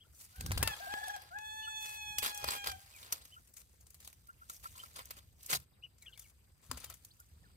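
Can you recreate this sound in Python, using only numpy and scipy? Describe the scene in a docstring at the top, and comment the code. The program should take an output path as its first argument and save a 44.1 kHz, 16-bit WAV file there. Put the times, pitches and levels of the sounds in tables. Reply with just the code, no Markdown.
"""A yard: a rooster crows across it while small quail scratch, flap and peep in dry litter near two microphones.
The crow is a stack of partials with an echo from the yard; peeps, clucks and chirps are bending near sines.
Litter is noise in three bands, shaped by rustle, scuffs and snaps, with cracks, thuds and wicker knocks.
Behind them lie a far low rumble that comes and goes, wide still air and narrow bands of insect hiss."""
import sys
import numpy as np
from scipy import signal
from scipy.fft import rfft, irfft
from scipy.io import wavfile
from scipy.ndimage import uniform_filter1d, map_coordinates

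SR = 44100
rng = np.random.default_rng(int(sys.argv[2]) if len(sys.argv) > 2 else 0)


def invert_db(level):
    """Linear amplitude ratio for a level in decibels (20 dB per decade), elementwise."""
    return 10 ** (np.asarray(level, dtype=float) / 20)


def to_wav(sig):
    """Store sig (one row per channel, or 1-D mono) as 16-bit WAV at the path in sys.argv[1].

    Samples outside -1..1 are clipped; the rate is SR.
    """
    pcm = np.clip(np.atleast_2d(sig), -1, 1) * 32767
    pcm = np.round(pcm).astype(np.int16)
    wavfile.write(sys.argv[1], SR, pcm.T)  # frames by channels


N = 333396  # length in samples

# The crow, one list a syllable. Each row: time in seconds, pitch in Hz, effort in dB, beak opening from 0 to 1.
CROW_SYLLABLES = [
    [(.33, 695, -75, 0), (.37, 762, -65, .02), (.56, 818, -55.5, 0.36)],
    [(.6, 767, -46, 0.2), (.64, 906, -44, 0.53), (.7, 869, -42.5, 0.47), (.745, 823, -44, 0.46)],
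    [(.795, 799, -48.5, 0.5), (.83, 801, -46.5, 0.25), (.89, 795, -46.5, 0), (.93, 838, -38.5, 0.4),
     (.95, 838, -43, 0), (.985, 835.6, -41.5, 0), (1.0, 858, -47, 0.3), (1.04, 840, -40.5, 0),
     (1.05, 869.5, -44.5, 0.36), (1.092, 834, -44.5, 0.25), (1.102, 829, -37.5, 0),
     (1.128, 827, -49.5, 0.34), (1.15, 828, -38.5, 0.2), (1.172, 790, -49.5, 0.1), (1.2, 790, -72, 0.3)],
    [(1.3, 673, -56, 0.08), (1.322, 697, -48.5, 0.5), (1.345, 799, -50.5, 0), (1.365, 835, -40, 0.18),
     (1.386, 851, -46, 0.47), (1.6, 866, -46, 0.55), (1.78, 860.5, -46.5, 0.79), (1.93, 855.2, -48.5, 0.92),
     (2.1, 845.3, -48, 0.98), (2.28, 842.6, -47, 0.66), (2.55, 815.4, -48.5, 0.92), (2.7, 802, -46, 0.43),
     (2.74, 780, -48.5, 0.73), (2.79, 768, -71, 1)],
]
# Roughness of each syllable, from 0 to 1.
ROUGHNESS = [.5, .14, .24, .006]
# The voice breaks: the lowest partial scoops down and swells while the others sink.
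# Each row: time in seconds, share by which the pitch drops.
VOICE_BREAKS = [(0.599, 0.1), (0.722, 0.058), (0.807, 0.14), (0.875, 0.13), (0.967, 0.082), (1.021, 0.13),
                (1.084, 0.15), (1.169, 0.09), (2.733, 0.056)]
# The recorder's body shades the sides. Each row: frequency in Hz, left above right in dB.
BODY_SHADE = [(800, 3.5), (1700, 2.5), (2600, 2), (3400, -8.5), (4300, -4), (6000, 1.5)]
# Partials 1 to 4 against the effort, in dB: with the beak shut, then wide open.
BEAK_SHUT_DB = [-5, 0, -34, -27]
BEAK_OPEN_DB = [-5, -11.5, 12.5, 2]
# Upper partials of the crow. Each row: multiple of the pitch, level against the fourth-partial setting in dB.
UPPER_PARTIALS = [(4, 8), (5, -5), (6, -21), (7, -1), (8, -7), (9, -3.5), (10, -19), (11, -11), (12, -22),
                  (13, -13), (14, -9), (15, -14), (17, -24)]
# Arched peeps. Each row: start in seconds, length in seconds, top pitch in Hz, level in dB.
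ARCHED_PEEPS = [(0, 0.042, 3270, -62), (1.616, 0.051, 2990, -55), (3.311, 0.048, 3080, -58.5),
                (4.238, 0.037, 3900, -79), (4.788, 0.032, 3140, -52), (5.729, 0.025, 3880, -78),
                (5.822, 0.045, 2956, -52.5)]
# Low clucks that flick upward, most of them right after a peep. Each row: start in seconds, level in dB.
LOW_CLUCKS = [(0.04, -77), (1.665, -45), (3.36, -55), (4.281, -52), (4.41, -54), (7.19, -63)]
# Sliding chirps. Each row: start in seconds, length in seconds, start pitch in Hz, end pitch in Hz, level in dB.
SLIDING_CHIRPS = [(2.929, 0.057, 2700, 2194, -61), (6.016, 0.026, 2420, 2150, -65.5),
                  (6.019, 0.055, 2170, 1800, -74), (6.012, 0.023, 4430, 3740, -68),
                  (6.058, 0.035, 3530, 2680, -52), (6.063, 0.016, 1000, 1750, -78),
                  (6.068, 0.061, 1770, 1460, -73), (6.118, 0.029, 3710, 2730, -60),
                  (6.13, 0.024, 4900, 2880, -68), (6.149, 0.011, 3480, 4770, -67),
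                  (6.154, 0.024, 2440, 2070, -71), (6.862, .045, 3250, 2990, -70),
                  (6.176, 0.012, 3200, 3660, -64), (6.206, 0.015, 3470, 3580, -68),
                  (6.223, 0.037, 3720, 2500, -72), (6.249, 0.021, 2450, 2110, -68),
                  (7.103, 0.021, 2540, 5200, -66.5), (7.429, 0.045, 2080, 1310, -69),
                  (7.45, 0.014, 3300, 4940, -73), (6.054, 0.021, 1830, 3170, -64.5)]
# The busy quail moves to a new spot. Each row: time in seconds, delay of the left microphone in ms.
QUAIL_SPOTS = [(0, 0.053), (.15, 0.33), (0.549, 0.078), (.8, 0.36), (3.45, 0.036), (3.998, 0.345),
               (5.65, 0.032), (7.033, 0.42)]
# In the litter tables, weight in dB lifts the middle band dB for dB and the coarse band more.
# Feet and feathers in the litter. Each row: time in seconds, fine level in dB, weight in dB.
RUSTLE_POINTS = [(0, -80, -31), (.15, -72.5, -9), (.61, -58, 1), (.97, -57, -1.5), (1.3, -70.5, 3),
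                 (1.41, -69, -11), (1.77, -66, -15), (2.15, -64, -11), (2.42, -58, 1.5), (2.78, -65, -4.5),
                 (3.15, -63.5, 1.5), (3.5, -73.5, -14.5), (4.34, -74.5, -11), (4.71, -62, -8),
                 (5, -66, -3.5), (5.2, -71.5, -1.5), (5.7, -88, -44), (6.199, -77.5, -8.5),
                 (6.67, -80.5, -29), (6.8, -66.5, -2.5), (7.2, -75, -12), (7.56, -78, -0.5)]
# Scratching strokes. Each row: start in seconds, length in seconds, fine level in dB, weight in dB.
SCRATCH_STROKES = [(0.122, 0.17, -70, -35), (0.185, 0.085, -64, -9), (1.787, 0.21, -57.5, -7),
                   (2.218, 0.069, -40.5, -1), (2.273, 0.054, -50, -0.5), (2.449, 0.15, -50.5, -0.5),
                   (2.651, 0.058, -51, 1), (2.945, 0.12, -65, -17), (3.553, 0.077, -64, -11.5),
                   (3.995, 0.13, -70.5, -4), (4.483, 0.1, -61.5, -9.5), (4.625, 0.056, -61, -3.5),
                   (4.745, 0.14, -68.5, -3), (4.945, 0.087, -66, 3.5), (5.159, 0.043, -64, -0.5),
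                   (5.369, 0.3, -65.5, -4.5), (5.483, 0.1, -42.5, -3.5), (5.97, 0.3, -80.5, -7),
                   (6.177, 0.15, -70, -10.5), (6.611, 0.093, -73, -3), (6.689, 0.11, -70.5, 4.5),
                   (6.783, 0.11, -74, -1), (6.889, 0.049, -76, 7)]
# Snaps, pecks and wing slaps. Each row: time in seconds, fine level in dB, weight in dB.
SNAPS_AND_PECKS = [(0.359, -55.5, -7), (.407, -43, -6), (0.461, -40, -5), (0.518, -37, -2.5),
                   (0.5765, -37.5, -3), (.628, -28, -3), (0.6746, -30.5, -1.5), (0.937, -57.5, 12.5),
                   (1.0387, -54, 2), (1.08, -44.5, -11), (1.101, -60, 5), (1.162, -48.5, -8),
                   (1.218, -53.5, -9), (1.3859, -49.5, -1.5), (2.1837, -26.5, -8), (2.229, -53, -10),
                   (2.298, -54, -9), (2.345, -41.5, -45), (2.375, -39, -28), (2.4417, -35, 2.5),
                   (2.486, -42.5, 3.5), (2.506, -43, -3), (2.5341, -51, 3), (2.641, -45, 0.5),
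                   (2.67, -39.5, -1.5), (2.714, -43.5, -1), (3.029, -55.5, 2.5), (3.061, -62, 1),
                   (3.1237, -26, -9), (3.251, -54, -9), (3.473, -62, -13), (3.537, -55, -29),
                   (3.568, -56.5, -13), (3.615, -62, -5), (3.808, -62, -15), (3.8672, -59.5, -9),
                   (3.903, -54, -24), (3.943, -54, -9), (4.002, -54.5, -11), (4.0465, -50.5, -9),
                   (4.074, -46, -5.5), (4.128, -55.5, -6.5), (4.27, -60.5, -17), (4.4971, -44, -10),
                   (4.643, -59.5, 3), (4.96, -50.5, -8), (4.9897, -48.5, 2), (5.055, -49.5, -37),
                   (5.106, -41, -3), (5.429, -53.5, -44), (5.461, -41.5, -23), (5.504, -47, -12),
                   (5.528, -39, 2), (5.982, -67, -6), (6.022, -55.5, -13), (6.175, -55, -9),
                   (6.1933, -51, -16), (6.713, -36.5, -3), (6.772, -48, -5), (6.8006, -53, -22),
                   (6.842, -44, -9), (6.899, -46, -33), (6.9385, -52.5, -10), (7.048, -49.5, -15),
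                   (7.199, -50.5, -33)]
# Single dry cracks. Each row: start in seconds, level in dB, rate of the pulse in Hz.
DRY_CRACKS = [(0.4097, -19.5, 5000), (0.4633, -23, 5000), (0.509, -17.5, 2480), (.517, -12, 4960),
              (0.5758, -12, 5000), (0.6276, -7, 3600), (.635, -12.5, 2510), (0.94, -17, 4000),
              (2.186, -48, 5990), (2.243, -33, 7000), (2.506, -40.5, 9000), (3.129, -30, 6000),
              (5.101, -32, 6000), (5.53, -26.5, 6000), (6.718, -52, 5000), (6.842, -26.5, 4960)]
# Wing pushes and landings. Each row: start in seconds, frequency in Hz, level in dB, 60 dB decay in seconds.
WING_THUDS = [(0.383, 75.5, -38, 0.16), (0.441, 73, -52, 0.25), (0.503, 96, -23, 0.12),
              (0.56, 53, -22.5, 0.11), (0.591, 92.7, -30, 0.21), (0.651, 58.5, -27, 0.068),
              (2.453, 75.46, -44, 0.39), (5.524, 147, -40.5, 0.25), (6.695, 97, -26, 0.04),
              (6.708, 253.4, -41.5, 0.19)]
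# Feet knock the wicker. Each row: start in seconds, level in dB, frequency in Hz that the knock favours.
WICKER_KNOCKS = [(4.497, -30, 1330), (4.655, -24, 1330), (4.752, -36, 1150), (4.77, -40, 1040),
                 (4.785, -42, 1040), (4.834, -32.5, 1330), (4.996, -26, 900), (6.914, -50, 1330)]
# Modes of the wicker. Each row: frequency in Hz, width in Hz, level in dB.
WICKER_MODES = [(600, 200, -8), (1040, 100, 2), (1330, 110, 5)]
# Spectra of the litter bands. Each row: frequency in Hz, relative density in dB per Hz.
FINE_SPECTRUM = [(3500, -23), (6000, -1), (8000, -0.5), (11000, -2), (14500, -1.5), (15700, -8.5),
                 (16500, -48)]
MIDDLE_SPECTRUM = [(1200, -8.5), (2000, 2), (3000, 1), (5000, 4), (7000, -45)]
COARSE_SPECTRUM = [(120, -40), (300, -12.5), (500, -2), (1200, 1.5), (1800, -2.5), (2600, -35)]
# Swells that wings and gusts add to the rumble.
# Each row: start in seconds, length in seconds, level in dB before the rumble is shared between the sides.
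RUMBLE_SWELLS = [(0.358, 0.385, -35.5), (2.031, 0.24, -59), (2.42, 0.094, -51.5), (2.63, 0.18, -59),
                 (4.5, 0.85, -67), (5.1, 0.39, -73), (5.5, 0.14, -58), (6.678, 0.14, -53),
                 (6.75, 0.26, -64.5), (7.25, 0.52, -63.5)]
# Spectra of far rumble and still air. Each row: frequency in Hz, relative density in dB per Hz.
RUMBLE_SPECTRUM = [(15, -33), (25, -18), (39, -16.5), (52, -1), (66, 3), (108, -4), (206, -17), (328, -26),
                   (400, -28.5), (520, -29.5), (880, -120)]
AIR_SPECTRUM = [(120, -13), (200, 1), (500, 2), (844, -1.5), (4060, -6), (8180, -27), (12300, -6),
                (15400, -9.5), (16200, -45)]
# Insect hiss. Each row: centre in Hz, width in Hz, level in dB.
INSECT_BANDS = [(4860, 450, -82), (8300, 900, -80), (12400, 700, -86)]

BREAK_SINK_DB, BREAK_SWELL_DB = -44, 37  # for a drop of the whole pitch
WAVER = .13  # depth of the air's waver on the lowest partial
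LATE_DB, LATE_S = -30, .16  # partials from the fourth up wake only after a syllable has begun
DRIFT_DB, DRIFT_HZ = 1.6, 16  # each partial builds and fades on its own, higher ones more
EFFORT_DB, DULL_PER_DB = -45, 4  # below this effort the partials above the second fade faster
ROOSTER_MS, YARD_T60, YARD_DB = .435, .45, -11  # left delay in ms; echo decay in seconds and level in dB
CLUCK_S, CLUCK_HZ, CLUCK_END_HZ = .03, 1385, 1730
CHIRP_BEND = .11  # share of the slide by which the middle runs ahead
PEEP_SAG, ARCH_POWER = .211, 2.62  # share by which both ends lie under the top; how square the arch is
WALK_S = .14  # time of a move between spots
SCUFF_FADE_DB = 3.5  # a stroke weakens by this from start to end
COARSE_PER_WEIGHT = 1.78  # dB in the coarse band for a dB of weight
BODY_HZ, BODY_DB, HEAVY_DB = 392, .5, -60.5  # coarse noise as strong as HEAVY_DB moves the ground too
KNOCK_DAMP, KNOCK_DB_PER_LOG = .7, 60  # ring width against the mode width; how fast far modes fall off
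RUMBLE_DB, AIR_DB = -63, -76  # the rumble before it is shared between the sides; the air at each side


def rooster():
    """The crow from across the yard, with its echo: sparse taps that die away."""
    voice = np.zeros((N, 2))
    for rows, rough in zip(CROW_SYLLABLES, ROUGHNESS):
        add(voice, *syllable(rows, rough))
    t = np.arange(SR) / SR
    taps = rng.choice([-1, 1], (2, SR)) * (rng.random((2, SR)) < .05)
    tail = taps * invert_db(-60 * t / YARD_T60) * (t > .012)
    echo = signal.fftconvolve(voice.T, tail / np.linalg.norm(tail[0]), axes=1)[:, :N]
    left = placed(voice[:, 0], ROOSTER_MS, 0)[0]
    return np.array([left, voice[:, 1]]) + invert_db(YARD_DB) * echo


def syllable(rows, rough):
    """Partials on one pitch; hoarseness makes each flutter, moving air makes each waver."""
    s, *columns = np.transpose(rows)
    t = np.arange(s[0], s[-1], 1 / SR)
    hz, effort_db, beak = (np.interp(t, s, c) for c in columns)
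    one_db, two_db, three_db, four_db = (
        effort_db + shut + (wide - shut) * beak for shut, wide in zip(BEAK_SHUT_DB, BEAK_OPEN_DB))
    dip = sum(depth * np.exp(-((t - at) / .00875) ** 2) for at, depth in VOICE_BREAKS)
    turns = np.cumsum(hz) / SR
    scooped = np.cumsum(hz * (1 - dip)) / SR
    dull_db = DULL_PER_DB * np.minimum(effort_db - EFFORT_DB, 0)
    late_db = LATE_DB * np.maximum(1 - (t - t[0]) / LATE_S, 0)
    partials = [(1, one_db), (2, two_db), (3, three_db + dull_db)]
    partials += [(round(k), four_db + dull_db + db + late_db) for k, db in UPPER_PARTIALS]
    voice = 0
    for k, db in partials:
        hoarse = min(rough * (1 + k) / 2, .75)  # higher partials break up more
        flutter = np.sqrt(1 - hoarse ** 2) + hoarse * wobble(len(t), 90 + 25 * k)
        shake = flutter + WAVER * np.sqrt(k) * wobble(len(t), 48)
        drift_db = DRIFT_DB * np.log(k) * wobble(len(t), DRIFT_HZ).real
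        break_db = dip * (BREAK_SINK_DB if k > 1 else BREAK_SWELL_DB)
        cycles = k * turns if k > 1 else scooped
        wave = (shake * np.exp(2j * np.pi * (cycles + rng.random()))).real
        tone = invert_db(db + drift_db + break_db) * wave
        left_db = read(BODY_SHADE, k * hz.mean())
        voice = voice + np.sqrt(2) * tone[:, None] * invert_db(np.array([left_db, -left_db]) / 2)
    return s[0], voice * signal.windows.tukey(len(t), .03)[:, None]


def peeps():
    """Quail voices: near sines that bend through three pitches, with a faint octave and a short echo."""
    calls = [(s, length, hz * (1 - PEEP_SAG), hz, hz * (1 - PEEP_SAG), db) for s, length, hz, db in ARCHED_PEEPS]
    calls += [(s, CLUCK_S, 1.05 * CLUCK_HZ, CLUCK_HZ, CLUCK_END_HZ, db) for s, db in LOW_CLUCKS]
    calls += [(s, length, a, (a + b) / 2 + CHIRP_BEND * (b - a), b, db) for s, length, a, b, db in SLIDING_CHIRPS]
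    out = np.zeros(N)
    for s, length, start_hz, middle_hz, end_hz, db in calls:
        u = np.linspace(-1, 1, round(length * SR))
        slide = u * (end_hz - start_hz) / 2
        arch = abs(u) ** ARCH_POWER * ((start_hz + end_hz) / 2 - middle_hz)
        phase = 2 * np.pi * np.cumsum(middle_hz + slide + arch) / SR
        swell = (1 - u ** 2) ** 1.33 * abs(1 + .5 * wobble(len(u), 250))
        tone = np.sin(phase) + invert_db(-29) * np.sin(2 * phase)
        add(out, s, invert_db(db) * np.sqrt(2) * swell * tone)
    t = np.arange(3000) / SR
    tail = rng.standard_normal(len(t)) * invert_db(-60 * t / .089)
    return out + invert_db(-7.5) * signal.fftconvolve(out, tail / np.linalg.norm(tail))[:N]


def litter(ms, left_db):
    """Close litter: three bands of noise and single impacts; only part is common to both sides."""
    grain = litter_grain()
    level = rustle(grain)
    add_scuffs(level, grain)
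    add_snaps(level, grain)
    fine = noise(FINE_SPECTRUM, 6770, 17000, count=3, patchy_db=2.5)
    # faint rustle is dull, strong rustle keeps its top
    dull = signal.lfilter(*signal.butter(2, .45), fine)
    fine = dull + np.clip(np.sqrt(level[:, 0] / invert_db(-72.5)), .45, 1) * (fine - dull)
    middle = noise(MIDDLE_SPECTRUM, 2500, 5060, count=3, patchy_db=2.5)
    coarse = noise(COARSE_SPECTRUM, 1000, 1500, count=3, patchy_db=2, modes=WICKER_MODES)
    coarse[1:] *= .4  # long waves reach both sides alike
    both, *apart = level[:, 0] * fine + level[:, 1] * middle + level[:, 2] * coarse
    both += ground(coarse[0], level[:, 2]) + cracks() + thuds() + knocks()
    share = .6
    sides = np.array(apart) * invert_db([left_db / 2, -left_db / 2])
    return share * placed(both, ms, left_db) + np.sqrt(1 - share ** 2) * sides


def litter_grain():
    """Dry bits give way one by one: about 700 ticks a second of random strength, each a short decay."""
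    ticks = (rng.random(N) < 700 / SR) * invert_db(4.14 * np.minimum(rng.exponential(1, N), 3.2))
    return signal.lfilter([.35], [1, -np.exp(-1 / (.0013 * SR))], ticks)


def rustle(grain):
    """Feet and feathers keep the litter moving: slow band gains roughened by the grain."""
    s, *columns = np.transpose(RUSTLE_POINTS)
    gains = bands(*(np.interp(np.arange(N) / SR, s, c) for c in columns))
    return gains * (.61 + .66 * grain[:, None])


def add_scuffs(level, grain):
    """A scratching stroke drags through the litter: a weakening burst of grain in the band gains."""
    for s, length, *db in SCRATCH_STROKES:
        size = round(length * SR)
        fade = invert_db(np.linspace(SCUFF_FADE_DB, -SCUFF_FADE_DB, size) / 2)
        rough = .73 + 1.07 * grain[round(s * SR):][:size]
        stroke = signal.windows.tukey(size, .5) * fade * rough
        add(level, s, stroke[:, None] * bands(*db))


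def add_snaps(level, grain):
    """Snaps, pecks and wing slaps: a quick rise, a decay, and a softer tail from the ground."""
    after = np.arange(SR // 3) / SR
    times = rng.uniform((.002, .014), (.007, .03), (len(SNAPS_AND_PECKS), 2))  # rise and decay in seconds
    for (s, *db), (rise, t60) in zip(SNAPS_AND_PECKS, times):
        fall = np.maximum(after - rise, 0)
        decay = invert_db(-60 * fall / t60) + invert_db(-21 - 60 * fall / .15)
        shape = np.minimum(after / rise, 1) ** 2 * decay
        crackle = .75 + .6 * np.tanh(np.resize(grain[round(s * SR):], len(after)))
        add(level, s - rise / 2, (shape * crackle)[:, None] * bands(*db))


def ground(coarse, coarse_level):
    """Heavy movement shakes the ground: low-passed coarse noise that grows faster than the litter."""
    body = signal.lfilter(*signal.butter(2, 2 * BODY_HZ / SR), coarse)
    return invert_db(BODY_DB) * body * coarse_level * np.minimum(coarse_level / invert_db(HEAVY_DB), 1)


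def cracks():
    """A dry stalk-like crack is one pressure pulse: a push and its rebound."""
    out = np.zeros(N)
    for s, db, hz in DRY_CRACKS:
        turn = 2 * np.pi * hz * np.arange(400) / SR
        add(out, s, 2 * invert_db(db) * (1 - turn) * turn * np.exp(-turn))
    return out


def thuds():
    """Wing pushes and landings: low sines with a soft start that die away."""
    out = np.zeros(N)
    after = np.arange(SR // 3) / SR
    for s, hz, db, t60 in WING_THUDS:
        envelope = invert_db(db - 60 * after / t60) * np.minimum(after / .012, 1)
        add(out, s, envelope * np.sin(2 * np.pi * hz * after))
    return out


def knocks():
    """Feet knock the wicker: its damped modes ring, strongest near the favoured frequency."""
    out = np.zeros(N)
    after = np.arange(SR // 3) / SR
    for s, db, near_hz in WICKER_KNOCKS:
        for hz, width, mode_db in WICKER_MODES:
            decay = np.exp(-np.pi * KNOCK_DAMP * width * after) * np.minimum(after / .0053, 1)
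            ring = decay * abs(1 + .24 * wobble(len(after), 160)) * np.sin(2 * np.pi * hz * after)
            far_db = KNOCK_DB_PER_LOG * abs(np.log(hz / near_hz))
            add(out, s, invert_db(db + mode_db - far_db) * ring)
    return out


def rumble():
    """Far low noise, near mono, with the swells that wings and gusts add."""
    level = np.full(N, invert_db(RUMBLE_DB))
    for s, length, db in RUMBLE_SWELLS:
        add(level, s, invert_db(db) * signal.windows.tukey(round(length * SR), .6))
    both, *apart = noise(RUMBLE_SPECTRUM, 35, 150, count=3, patchy_db=1) * level
    return .56 * both + .2 * np.array(apart)


def still_air():
    """Wide still air: separate patchy noise at each microphone."""
    return invert_db(AIR_DB) * noise(AIR_SPECTRUM, 200, 20000, count=2, patchy_db=3.5)


def insects():
    """Insect hiss: narrow bands of noise, slowly swelling, separate at each microphone."""
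    out = np.zeros((2, N))
    for hz, width, db in INSECT_BANDS:
        carrier = np.exp(2j * np.pi * hz * np.arange(N) / SR)
        for side in out:
            swell = abs(1 + .5 * wobble(N, .441))
            side += invert_db(db) * swell * (wobble(N, width) * carrier).real
    return out


def bands(db, weight_db):
    """Gains of the fine, middle and coarse litter noise for a level and a weight."""
    return invert_db(np.transpose([db, db + weight_db, db + COARSE_PER_WEIGHT * weight_db]))


def placed(x, ms, left_db):
    """Sound from the right reaches the left microphone later; left_db is left above right."""
    late = map_coordinates(x, [np.arange(N) - ms * SR / 1000], order=3)
    return np.array([late * invert_db(left_db / 2), x / invert_db(left_db / 2)])


def noise(points, low_hz, high_hz, count, patchy_db=0, modes=()):
    """Rows of coloured noise, rms 1 between two frequencies, with patches that come and go."""
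    hz, frames = np.fft.rfftfreq(512, 1 / SR), N // 128 + 5
    patches = uniform_filter1d(rng.standard_normal((frames, len(hz))), size=5, axis=0)
    patches = uniform_filter1d(patches, size=14, axis=1)
    z = signal.stft(rng.standard_normal((count, N)), nperseg=512, noverlap=384)[2]
    z = z * invert_db(patchy_db * patches / patches.std()).T[:, :z.shape[-1]]
    x = signal.istft(z, nperseg=512, noverlap=384)[1][:, :N]
    hz = np.fft.rfftfreq(N, 1 / SR)
    resonance = 1 + sum(invert_db(db) / (1 + (2 * (hz - f) / width) ** 2) for f, width, db in modes)
    gain = invert_db(read(points, hz)) * resonance
    band = (hz > low_hz) & (hz < high_hz)
    gain /= np.sqrt((gain[band] ** 2).sum() / len(hz))
    return irfft(rfft(x / x.std()) * gain, N)


def wobble(size, hz):
    """Complex noise of the given bandwidth, rms 1."""
    b, a = signal.butter(2, hz / SR)
    x = signal.lfilter(b, a, rng.standard_normal((2, size + 9000)))[:, 9000:]  # skip the filter's start
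    return (x[0] + 1j * x[1]) / np.sqrt((x ** 2).mean() * 2)


def read(points, hz):
    """Reads a spectrum on a log axis."""
    f, value = np.transpose(points)
    return np.interp(np.log(hz + 1), np.log(f + 1), value)


def add(mix, s, sound):
    """Mixes a sound in at a time in seconds."""
    part = mix[max(round(s * SR), 0):][:len(sound)]
    part += sound[:len(part)]


def scene():
    """The whole yard; a quail in the middle is louder on the left microphone."""
    s, spot_ms = np.transpose(QUAIL_SPOTS)
    stay = np.clip(np.searchsorted(s, np.arange(N) / SR) - 1, 0, None)
    ms = uniform_filter1d(spot_ms[stay], round(WALK_S * SR))
    left_db = 4.8 - 12 * ms
    quail = placed(peeps(), ms, left_db) + litter(ms, left_db)
    return rooster() + quail + rumble() + still_air() + insects()


def roll_off(x):
    """The treble ends steeply here."""
    return signal.sosfilt(signal.butter(12, 16990, fs=SR, output="sos"), x)


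def record(dry):
    """Takes the finished mix of the two microphones to its stored form."""
    return roll_off(dry)


dry = scene()
out = record(dry)
to_wav(out)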